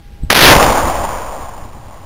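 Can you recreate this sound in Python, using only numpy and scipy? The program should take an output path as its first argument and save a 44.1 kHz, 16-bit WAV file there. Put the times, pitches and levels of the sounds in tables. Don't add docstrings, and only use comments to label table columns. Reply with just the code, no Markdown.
import sys
import numpy as np
from scipy import signal
from scipy.fft import rfft, irfft
from scipy.io import wavfile
from scipy.ndimage import uniform_filter1d

SR = 44100
rng = np.random.default_rng(int(sys.argv[2]) if len(sys.argv) > 2 else 0)


def dump_mix(stems):
    frames = np.atleast_2d(stems).T
    limited = np.clip(frames, -1, 1)
    pcm = np.round(limited * 32767).astype(np.int16)
    wavfile.write(sys.argv[1], SR, pcm)


def ratio_of_db(decibels):
    return 10 ** (np.asarray(decibels, float) / 20)


N = 90405
T = np.arange(N) / SR


def evened(x):
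    return x / np.sqrt(np.mean(x ** 2) + 1e-20)


def read_spectrum(points, hz):
    point_hz, level_db = np.transpose(points)
    return np.interp(np.log(hz + 1), np.log(point_hz + 1), level_db, right=-100)


def curve(points):
    time_s, value = np.transpose(points)
    return np.interp(T, time_s, value)


def drift(span):
    noise = rng.standard_normal(N)
    return evened(uniform_filter1d(uniform_filter1d(noise, span), span))


# time_s, level_db (re full scale)
ECHO_LEVEL = [(.2985, -22), (.3012, -17), (.3022, 4.5), (.3075, 7.5), (.311, 23), (.322, 30), (.345, 28),
              (.356, 17.5), (.41, 13.5), (.45, 5), (.53, 1), (.548, -8), (.62, -8), (.775, -13.5),
              (.815, -15.5), (.88, -15), (1.45, -30), (1.76, -39.5)]
# frequency_hz, level_db (per Hz)
NEAR_COLOUR = [(40, -24.5), (90, -2), (300, -2), (600, 0), (1100, -1), (1500, -8), (3900, -16),
               (5000, -50.5)]
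# frequency_hz, level_db (per Hz)
FAR_COLOUR = [(90, -42), (200, -11), (420, -11.5), (560, -1.5), (1080, -1), (1330, -12), (3900, -27),
              (5000, -60)]
# time_s, change_db (negative dips), length_s
SWELLS_AND_DIPS = [(0.3147, -8.5, 0.0016), (.329, -18.5, 0.0023), (0.3336, -11, 0.00087), (0.3376, 14.5, .003),
                   (0.348, 8, 0.0019), (.352, -13, 0.0018), (0.363, -5.5, 0.0032), (.399, 14, 0.0012),
                   (0.359, 10.5, .0015), (0.3826, 15, .0015), (.404, 14, 0.0028), (.553, 6.5, 0.0012),
                   (.558, -3, .002), (.565, 11, 0.0018), (.572, -1, .004), (0.603, 0, 0.0034),
                   (.628, 10.5, .001), (0.644, 1.5, 0.0063), (0.681, 3.5, 0.0018), (0.775, 2.5, .012),
                   (.82, -2, 0.012), (0.879, 1, 0.0098), (1.026, -2.5, 0.074), (1.04, 5, 0.004),
                   (1.053, 7, 0.0022), (1.155, 0.5, 0.039), (1.397, 2, .03), (1.609, 0.5, 0.011),
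                   (1.933, 1.5, 0.036)]


def blast_and_echo():
    hop, size = 256, 1024
    darken_from_s, darken_s = 0.55, 0.33
    patch_db, flicker_db = 1.13, 0.77
    frames, hz = N // hop + 5, np.fft.rfftfreq(size, 1 / SR)
    real, imaginary, patches = rng.standard_normal((frames, len(hz), 3)).T
    patches = evened(uniform_filter1d(uniform_filter1d(patches, 8, 0), 5, 1))

    late_s = np.maximum(np.arange(frames) * hop / SR - darken_from_s, 0)
    far = 1 - np.exp(-late_s / darken_s)
    near_db = read_spectrum(NEAR_COLOUR, hz)[:, None]
    far_db = read_spectrum(FAR_COLOUR, hz)[:, None]
    colour = ratio_of_db((1 - far) * near_db + far * far_db)
    colour = colour / np.sqrt((colour ** 2).sum(0))
    spectrum = (real + 1j * imaginary) * colour * ratio_of_db(patch_db * patches)
    body = evened(signal.istft(spectrum, nperseg=size, noverlap=size - hop)[1][:N])

    change_db = sum(db * np.exp(-((T - s) / length) ** 2) for s, db, length in SWELLS_AND_DIPS)
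    level_db = curve(ECHO_LEVEL) + change_db + flicker_db * drift(span=300)
    return body * ratio_of_db(level_db) * (T > ECHO_LEVEL[0][0])


def diaphragm_swing():
    start_s, level_db, pitch_hz, fall_60db_s = 0.305, 17, 20.32, 0.21
    since_s = np.maximum(T - start_s, 0)
    fading_db = level_db - 60 * (since_s / fall_60db_s) ** 2
    return ratio_of_db(fading_db) * np.sin(2 * np.pi * pitch_hz * since_s)


# frequency_hz, level_db (per Hz)
RUMBLE_COLOUR = [(10, -14.5), (22, -0.5), (60, -1), (105, -8.5), (170, -13.5), (400, -22.5), (900, -37),
                 (1500, -59.5)]
# time_s, level_db
RUMBLE_LEVEL = [(0, -36), (.18, -37), (.24, -32.5), (.3, -28), (.55, -16.5), (.7, -25.5), (.9, -23.5),
                (1.1, -30), (1.3, -33.5), (1.55, -32.5), (1.64, -29), (1.75, -33), (1.95, -38), (2.05, -41.5)]
# time_s, height (signed, full scale 1),
# width_s
LOW_PUSHES = [(.21, 0.079, 0.0076), (.226, .18, .0035), (0.2366, -0.47, 0.0016), (.24, -0.12, 0.0028),
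              (0.2482, .3, 0.0022), (.267, -.1, .003), (.274, .1, .003), (.297, .1, 0.009),
              (.51, 0.71, 0.0039), (.517, -.6, 0.0032), (.561, 0.33, 0.002), (0.573, -0.41, 0.0053),
              (.579, 0.33, .004), (0.636, 0.31, .003), (0.685, 0.32, .003), (0.699, -0.29, .003),
              (0.721, 0.12, .004), (0.874, -0.11, .004), (0.843, -.25, 0.0026), (0.849, .2, 0.0051),
              (1.628, 0.15, 0.0071), (1.64, 0.023, 0.0028), (1.8, 0.085, 0.0034)]


def wind_and_boom():
    lump_db = 1.86
    hz = np.fft.rfftfreq(N, 1 / SR)
    noise = rfft(rng.standard_normal(N))
    rumble = evened(irfft(noise * ratio_of_db(read_spectrum(RUMBLE_COLOUR, hz)) * (hz > 12), N))
    buffets = sum(h * np.exp(-abs((T - s) / width) ** 1.75) for s, h, width in LOW_PUSHES)
    return rumble * ratio_of_db(curve(RUMBLE_LEVEL) + lump_db * drift(span=1500)) + buffets


# pitch_hz, level_db (rms)
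MOTOR_TONES = [(812.9, -55), (1626, -63.5)]


def camera_noise():
    hiss_db = -58
    whine = sum(np.sqrt(2) * ratio_of_db(db) * np.sin(2 * np.pi * hz * T) for hz, db in MOTOR_TONES)
    return whine + ratio_of_db(hiss_db) * rng.standard_normal(N)


def scene():
    return (blast_and_echo() + diaphragm_swing() + wind_and_boom() + camera_noise())[None]


CONVERTER_KNEE = [(0, 0), (.93, .93), (1.8, .992), (2.3, 1.1), (3.0, 1.62), (3.7, 2)]


def converter(dry):
    hold_hz, hold_phase, steps = 8006.82, 0.747, 128
    sag_depth, sag_rise_s, sag_fall_s = -0.15, 0.07, 0.62
    pinned_sag, pinned_ripple = 0.54, 0.025

    tick = np.floor(np.arange(N) * hold_hz / SR + hold_phase)
    first = np.searchsorted(tick, tick)
    since_s = np.maximum(first / SR - ECHO_LEVEL[0][0], 0)
    sag = sag_depth * (1 - np.exp(-since_s / sag_rise_s)) * np.exp(-since_s / sag_fall_s)
    held = dry[:, first] + sag

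    bent = np.sign(held) * np.interp(abs(held), *np.transpose(CONVERTER_KNEE))
    pinned = abs(held) > CONVERTER_KNEE[-1][0]
    unrest = pinned_ripple * rng.standard_normal(N)[first]
    bent = bent + pinned * (pinned_sag * sag + unrest)
    wrapped = (bent + 1) % 2 - 1
    return np.floor(wrapped * steps) / steps


def top_cut(x):
    return signal.sosfilt(signal.butter(12, 15670, fs=SR, output="sos"), x)


def record(dry):
    edge_hz = 15800
    low_pass = signal.firwin(511, edge_hz, window=("kaiser", 9), fs=SR)
    mix = signal.oaconvolve(converter(dry), low_pass[None], "same")
    return top_cut(mix)


dry = scene()
out = record(dry)
dump_mix(out)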